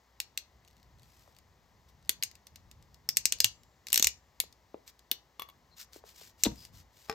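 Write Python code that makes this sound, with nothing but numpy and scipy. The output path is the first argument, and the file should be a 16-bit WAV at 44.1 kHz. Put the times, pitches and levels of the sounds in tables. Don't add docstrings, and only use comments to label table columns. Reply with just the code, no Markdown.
import sys
import numpy as np
from scipy import signal
from scipy.fft import rfft, irfft, next_fast_len
from scipy.io import wavfile
from scipy.ndimage import uniform_filter1d

SR = 44100
rng = np.random.default_rng(int(sys.argv[2]) if len(sys.argv) > 2 else 0)


def file_out(sig):
    cols = np.atleast_2d(sig).T
    lim = np.clip(cols, -1, 1)
    pcm = np.round(lim * 32767).astype(np.int16)
    wavfile.write(sys.argv[1], SR, pcm)


N = 314874
MID_TO_SIDES = np.array([[1], [-1]])


def from_db(db):
    return 10 ** (np.asarray(db) / 20)


def rms_one(x):
    return x / np.sqrt(np.mean(x ** 2) + 1e-20)


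def at_hz(points, hz):
    known_hz, values = np.transpose(points)
    return np.interp(np.log(np.maximum(hz, 1)), np.log(known_hz), values)


def band(x, low_hz, high_hz, order=2):
    sos = signal.butter(order, [low_hz, high_hz], "band", fs=SR, output="sos")
    return signal.sosfilt(sos, x)


def add(track, s, sound):
    start = round(s * SR)
    track[start:start + len(sound)] += sound[:max(N - start, 0)]


def coloured_noise(spectrum):
    size = next_fast_len(N)
    gain = from_db(at_hz(spectrum, np.fft.rfftfreq(size, 1 / SR)))
    white = rng.standard_normal(size)
    return rms_one(irfft(rfft(white) * gain, size)[:N])


def wander(per_s):
    return rms_one(uniform_filter1d(rng.standard_normal(N), max(int(SR / per_s), 1)))


def resonance(x, hz, width_hz):
    r = np.exp(-np.pi * width_hz / SR)
    zeros = np.array([1, 0, -1]) * (1 - r * r) / 2
    poles = [1, -2 * r * np.cos(2 * np.pi * hz / SR), r * r]
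    return signal.lfilter(zeros, poles, x)


def ratchet():
    # (time [s], level of the 4.8-9.5 kHz ring over 4 ms [dB], frame relative to ring [dB],
    #  edge relative to ring [dB], strongest ring [Hz])
    clicks = [(0.2012, -31.5, -1, -1, 3960), (0.3748, -31.5, 0.5, -2, 4480), (2.093, -24, -2, 4, 11200),
              (2.225, -37, 7.5, 3, 4730), (2.2345, -26, -8.5, -2.5, 8600), (3.0892, -23, -8, -4.5, 5340),
              (3.1696, -19, -8.5, -2.5, 7600), (3.2544, -17.5, -8.5, -7.5, 5230),
              (3.3226, -22, -5.5, -8.5, 3040), (3.4027, -18.5, -6.5, -4, 5040),
              (3.4436, -17.5, 0, -2, 6050), (3.9291, -23.5, -2, 5.5, 7260), (3.9425, -22, -5.5, -1, 7640),
              (3.958, -23.5, -2.5, -1, 8500), (3.9756, -20.5, -4, -0.5, 13200),
              (3.996, -23, -6, -5.5, 6800), (4.025, -17, -7, -6, 6350), (4.044, -17.5, -7.5, -9.5, 6430),
              (4.0699, -19.5, -5, -2, 6630), (4.4011, -26.5, -1.5, 5, 11230), (5.1137, -31.5, 7, 8, 13770),
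              (6.4357, -16.5, -10, -6, 7670)]
    # (time [s], level [dB])
    ticks = [(0.6766, -61.5), (1.386, -60), (2.3131, -56), (2.353, -55.5), (2.4684, -51), (2.558, -50.5),
             (2.713, -53.5), (2.825, -63.5), (2.9437, -58), (3.162, -53), (3.386, -53.5), (3.6332, -62),
             (3.8685, -41.5), (3.8844, -44), (3.9018, -45.5), (3.9208, -41.5), (4.5255, -58.5),
             (4.8765, -52.5), (4.9922, -59.5), (5.9316, -54), (6.6503, -50)]
    out = np.zeros(N)
    for s, db, frame_db, edge_db, ring_hz in clicks:
        knock_db = -18.5 + 0.64 * frame_db
        add(out, s, click(db, knock_db, frame_db, edge_db, ring_hz))
    for s, db in ticks:
        add(out, s, click(db, knock_db=-13, frame_db=-2, edge_db=-3, ring_hz=4860))
    return out


def click(level_db, knock_db, frame_db, edge_db, ring_hz):
    # (frequency [Hz], width [Hz], level before the bands are balanced [dB])
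    steel = [(213, 220, -12), (520.5, 160, -14), (810, 40, -18), (1200, 600, -12), (2252, 170, -17),
             (2894, 280, 4), (3595, 770, 3), (4143, 780, -1.5), (5460, 360, -3.5), (6010, 350, 3.5),
             (6650, 690, 4), (7775, 1100, -2.5), (8625, 150, -1), (11300, 1500, 2.5), (13600, 660, -6.5),
             (16600, 130, -10)]
    edges_hz = [100, 1700, 4800, 9500, 16500]
    rise_s, fall_s, rattle_s = 0.00026, 0.0014, 0.011
    slow_s = 0.0005
    t, window = np.arange(SR // 20) / SR, SR // 250

    force = np.minimum(t / rise_s, 1) * np.exp(-np.maximum(t - rise_s, 0) / fall_s)
    force = force + from_db(-17) * np.exp(-t / rattle_s)
    contact = force * rng.standard_normal(len(t))

    ring = from_db(-9) * contact
    for hz, width_hz, db in steel:
        ring += from_db(db) * resonance(contact, hz, width_hz)
    ring += from_db(5) * resonance(contact, ring_hz, width_hz=750)

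    out = np.zeros(len(t))
    for low, high, db in zip(edges_hz, edges_hz[1:], [knock_db, frame_db, 0, edge_db]):
        part = band(ring, low, high, order=3)
        part_level = np.sqrt(np.sum(part ** 2) / window)
        late = round(slow_s * SR * (np.sqrt(edges_hz[-1] / high) - 1))
        out += from_db(level_db + db) * np.roll(part, late) / part_level
    return out


def creak():
    # (start [s], end [s], slips per second, middle level [dB])
    creaks = [(.64, .84, 45, -69.5), (0.969, 1.05, 55, -69), (1.308, 1.38, 41.6, -66.5),
              (2.016, 2.085, 55, -68)]
    spread_db, lowest_hz = 6.0, 3000
    out = np.zeros(N)
    for start, end, per_s, db in creaks:
        for k, (moment, size, pitch) in enumerate(rng.random(size=(16, 3))):
            s = start + (k + moment) / per_s
            if s < end:
                slip_db = db + spread_db * (2 * size - 1)
                ring_hz = lowest_hz * 2 ** pitch
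                add(out, s, click(slip_db, knock_db=-15, frame_db=1.5, edge_db=-2.0, ring_hz=ring_hz))
    return out


def struck(blows, modes, crack_db, crack_s):
    out, t = np.zeros(N), np.arange(SR) / SR
    for s, blow_db in blows:
        noise = band(rng.standard_normal(SR), 450, 5000, order=1)
        sound = from_db(crack_db) * np.exp(-t / crack_s) * noise
        for hz, db, t60 in modes:
            strength_db = db + 1.5 * rng.normal()
            sound += from_db(strength_db - 60 * t / t60) * np.sin(2 * np.pi * hz * t)
        add(out, s, from_db(blow_db) * sound)
    return out


def contacts(blows, below_db, knock_db, frame_db, edge_db, ring_hz):
    out = np.zeros(N)
    for s, db in blows:
        add(out, s, click(db + below_db, knock_db, frame_db, edge_db, ring_hz))
    return out


def return_spring():
    # (time [s], level [dB])
    plucks = [(3.445, -61), (4.071, -70), (6.437, -63)]
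    # (frequency [Hz], average level relative to the pluck [dB], t60 [s])
    spring = [(7241, -1, 1.0), (7806, -4, .33), (13520, -14, .25)]
    return struck(plucks, spring, crack_db=-20.0, crack_s=0.001)


def ring_terminal():
    # (time [s], level [dB])
    taps = [(5.3955, -37.5), (5.4198, -39), (5.4882, -52.5), (5.499, -56.5)]
    # (frequency [Hz], average level relative to the tap [dB], t60 [s])
    terminal = [(1065, -13, 0.052), (1130, 2, 0.057), (1230, -15, .037), (2235, -4.5, 0.039),
                (2700, -28, .038), (3360, -18, 0.03), (3390, -0.5, .045), (4630, -28, 0.019),
                (5630, -27, .014)]
    body = struck(taps, terminal, crack_db=-4.5, crack_s=0.009)
    hard = contacts(taps, below_db=-21.0, knock_db=5, frame_db=17.5, edge_db=18.5, ring_hz=12500)
    return body + hard


def bench_landing():
    # (time [s], level [dB])
    landing = [(6.4701, -34)]
    # (frequency [Hz], average level relative to the landing [dB], t60 [s])
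    bench = [(59.96, -4, 0.43), (123.3, -9, 0.2), (205, 4.5, .11), (241, 2, .081), (317, -5.5, 0.18),
             (564, -9.5, 0.06), (940, -5.5, 0.063)]
    return struck(landing, bench, crack_db=-8, crack_s=0.0079) + chatter(landing)


def chatter(landing):
    lead_s, gap_s = 0.0215, 0.0043
    out = np.zeros(N)
    for s, _ in landing:
        for k in range(4):
            ring_db, knock_db = -39.5 - k, 4.5 * k - 7
            contact = click(ring_db, knock_db, frame_db=9.5, edge_db=-4, ring_hz=3500)
            add(out, s - lead_s + gap_s * k, contact)
    return out


def motor_casing():
    # (time [s], level [dB])
    bumps = [(7.0865, -55), (7.0968, -29.5), (7.113, -44), (7.126, -45.5)]
    # (frequency [Hz], average level relative to the bump [dB], t60 [s])
    casing = [(245, -35, 0.17), (451, -9, 0.21), (670, -39, 0.067), (830, 0.5, 0.044), (1160, -1, 0.026),
              (1510, 6, 0.0078), (1840, -3, 0.017), (2440, -7, 0.017), (3100, -26, .015), (5160, -1, 0.013)]
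    body = struck(bumps, casing, crack_db=-2, crack_s=0.0025)
    hard = contacts(bumps, below_db=-14.5, knock_db=9.5, frame_db=8.0, edge_db=0, ring_hz=2980)
    return body + hard


def knocks():
    # (time [s], approximate peak level [dB], settled pitch [Hz], t60 [s])
    soft_knocks = [(1.277, -52.5, 499, 0.025), (2.0942, -38, 300, .011), (3.447, -42, 110, 0.085),
                   (4, -33, 229.3, 0.013), (4.05, -43, 62, 0.2), (4.438, -45.5, 344.4, 0.0097),
                   (4.7437, -29.5, 280, 0.0097), (5.117, -37.5, 222, 0.014), (5.961, -41.5, 299, 0.019),
                   (6.039, -43, 402, 0.018), (6.214, -48, 408, 0.022), (6.456, -27.5, 325, 0.053),
                   (6.4643, -19.5, 262, 0.035), (6.515, -38, 129.7, 0.044)]
    soft_cycles = 0.37
    bend, bend_s = 2.1, 0.001
    out, t = np.zeros(N), np.arange(SR // 4) / SR
    for s, db, hz, t60 in soft_knocks:
        cycles = hz * (t + bend * bend_s * (1 - np.exp(-t / bend_s)))
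        decay = from_db(-60 * t / t60)
        swell = (1 - np.exp(-cycles / soft_cycles)) ** 2 * decay
        scuff = from_db(-13) * rms_one(band(rng.standard_normal(len(t)), 100, 1300)) * decay
        add(out, s, from_db(db) * (np.sin(2 * np.pi * cycles) + scuff) * swell / swell.max())
    return out


def rubbing():
    # (start [s], length [s], level before the final trim [dB])
    rubs = [(.98, 0.38, -66), (1.881, 0.028, -63.5), (4.861, 0.054, -54.5), (5.76, 0.096, -48),
            (5.914, 0.098, -55.5), (6.044, 0.093, -54.5), (6.126, 0.2, -53.5), (6.373, 0.16, -53.5),
            (6.511, 0.2, -56.5), (6.717, 0.12, -57.5), (6.91, 0.24, -61)]
    # (frequency [Hz], relative level per Hz [dB])
    rub_colour = [(400, -34), (1200, -6.5), (3000, -2.5), (5000, 1), (8400, -1.5), (11500, -5), (13200, -3),
                  (16000, -7)]
    peak = 0.46
    pressure = np.zeros(N)
    for s, length_s, db in rubs:
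        place = np.linspace(0, 1, max(round(length_s * SR), 2))
        swell = np.interp(place, [0, peak, 1], [0, 1, 0])
        add(pressure, s, from_db(db) * np.sin(np.pi / 2 * swell) ** 0.99)
    grain = from_db(2.5 * wander(per_s=250))
    return from_db(-1.5) * pressure * rms_one(coloured_noise(rub_colour) * grain)


def squeaks():
    # (start [s], end [s], frequency [Hz], level [dB])
    squeak_list = [(5.704, 5.754, 4140, -68.5), (6.557, 6.673, 4960, -59.5)]
    width_hz = 350
    out = np.zeros(N)
    for start, end, hz, db in squeak_list:
        swell = signal.windows.tukey(max(round((end - start) * SR), 2))
        noise = rng.standard_normal(len(swell))
        for _ in range(2):
            noise = resonance(noise, hz, width_hz)
        add(out, start, from_db(db) * swell * rms_one(noise))
    return out


def workshop(x):
    # (frequency [Hz], level before the overall trim [dB])
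    room_colour = [(100, -11), (500, -10.5), (1200, -7.5), (2000, -13.5), (3200, -16), (5500, -10),
                   (8000, -18), (12000, -23), (16000, -18)]
    # (frequency [Hz], t60 [s])
    room_t60 = [(100, .28), (2000, .2), (6000, .19), (11000, .17), (16000, .13)]
    # (frequency [Hz], side level relative to mid [dB])
    room_side = [(100, -20.5), (500, 1.5), (1200, 2), (5000, 4.5), (8000, -16.5), (16000, -19.5)]
    level_db, first_s = -3, 0.0018
    t, edges = np.arange(SR // 2) / SR, np.geomspace(60, 17000, 13)
    response = 0
    for low, high in zip(edges, edges[1:]):
        hz = np.sqrt(low * high)
        decay = from_db(-60 * t / at_hz(room_t60, hz)) * np.clip(t / first_s - 1, 0, 1)
        decay = decay / np.sqrt(np.sum(decay ** 2))
        noise = band(rng.standard_normal((2, len(t))), low, high, order=3)
        mid_side = noise * from_db([[0], [at_hz(room_side, hz)]])
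        response = response + from_db(level_db + at_hz(room_colour, hz)) * mid_side * decay
    mid, side = signal.fftconvolve(x[None], response, axes=1)[:, :N]
    return mid + side * MID_TO_SIDES


def background():
    # (frequency [Hz], relative level per Hz [dB])
    air_colour = [(15, -32.5), (25, -15), (42, -11), (64, -1.5), (130, -9), (300, -18), (600, -18.5),
                  (1000, -16), (1450, -25.5), (1950, -21), (2450, -29), (4800, -28.5), (6500, -31),
                  (9000, -40), (16000, -37)]
    # (time [s], level before trim and sway [dB])
    rumble_level = [(0.0, -78), (0.95, -66.5), (1.57, -69.5), (3.34, -64), (3.48, -67.5), (5.27, -76),
                    (6.72, -62.5), (7.14, -77)]
    hum_hz, hum_db = 59.2, -73.5
    t = np.arange(N) / SR
    air = coloured_noise(air_colour) + from_db(-12) * coloured_noise(air_colour) * MID_TO_SIDES
    rumble = signal.sosfiltfilt(signal.butter(2, 250, fs=SR, output="sos"), air)
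    sway_db = 2.5 * wander(per_s=9)
    swell = from_db(5 + np.interp(t, *np.transpose(rumble_level)) + sway_db)
    hum = from_db(hum_db) * np.sqrt(2) * np.sin(2 * np.pi * hum_hz * t)
    return from_db(-65.5) * (air - rumble) + swell * rumble + hum


def scene():
    hands = knocks() + squeaks() + rubbing()
    bodies = return_spring() + ring_terminal() + motor_casing() + bench_landing()
    near = ratchet() + creak() + bodies + hands
    width = from_db(-7) * band(ratchet() + hands, 800, 5500) * MID_TO_SIDES
    return near + width + workshop(near) + background()


def record(dry):
    # (frequency [Hz], left minus right [dB], left lead [rad])
    ports_table = [(60, .4, 0), (250, 3.5, .1), (1000, 4.5, .7), (3300, 5, 1), (4800, 4.7, .1),
                   (6680, 3.5, 0), (8500, 0, -1.71), (17000, 0, -9.72)]
    size = next_fast_len(N + SR // 10)
    hz = np.fft.rfftfreq(size, 1 / SR)
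    port_hz, balance_db, lead = np.transpose(ports_table)
    gain = from_db(np.interp(hz, port_hz, balance_db) * np.array([[.5], [-.5]]))
    gain = gain / np.sqrt(np.mean(gain ** 2, axis=0))
    turn = np.exp(1j * np.interp(hz, port_hz, lead) * np.array([[1], [0]]))
    ports = irfft(rfft(dry, size) * gain * turn, size)[:, :N]
    ports = signal.sosfilt(signal.butter(2, 35, "high", fs=SR, output="sos"), ports)
    ports = ports / (1 + (ports / .85) ** 4) ** .25
    return signal.sosfilt(signal.ellip(8, .3, 80, 15900, fs=SR, output="sos"), ports)


dry = scene()
out = record(dry)
file_out(out)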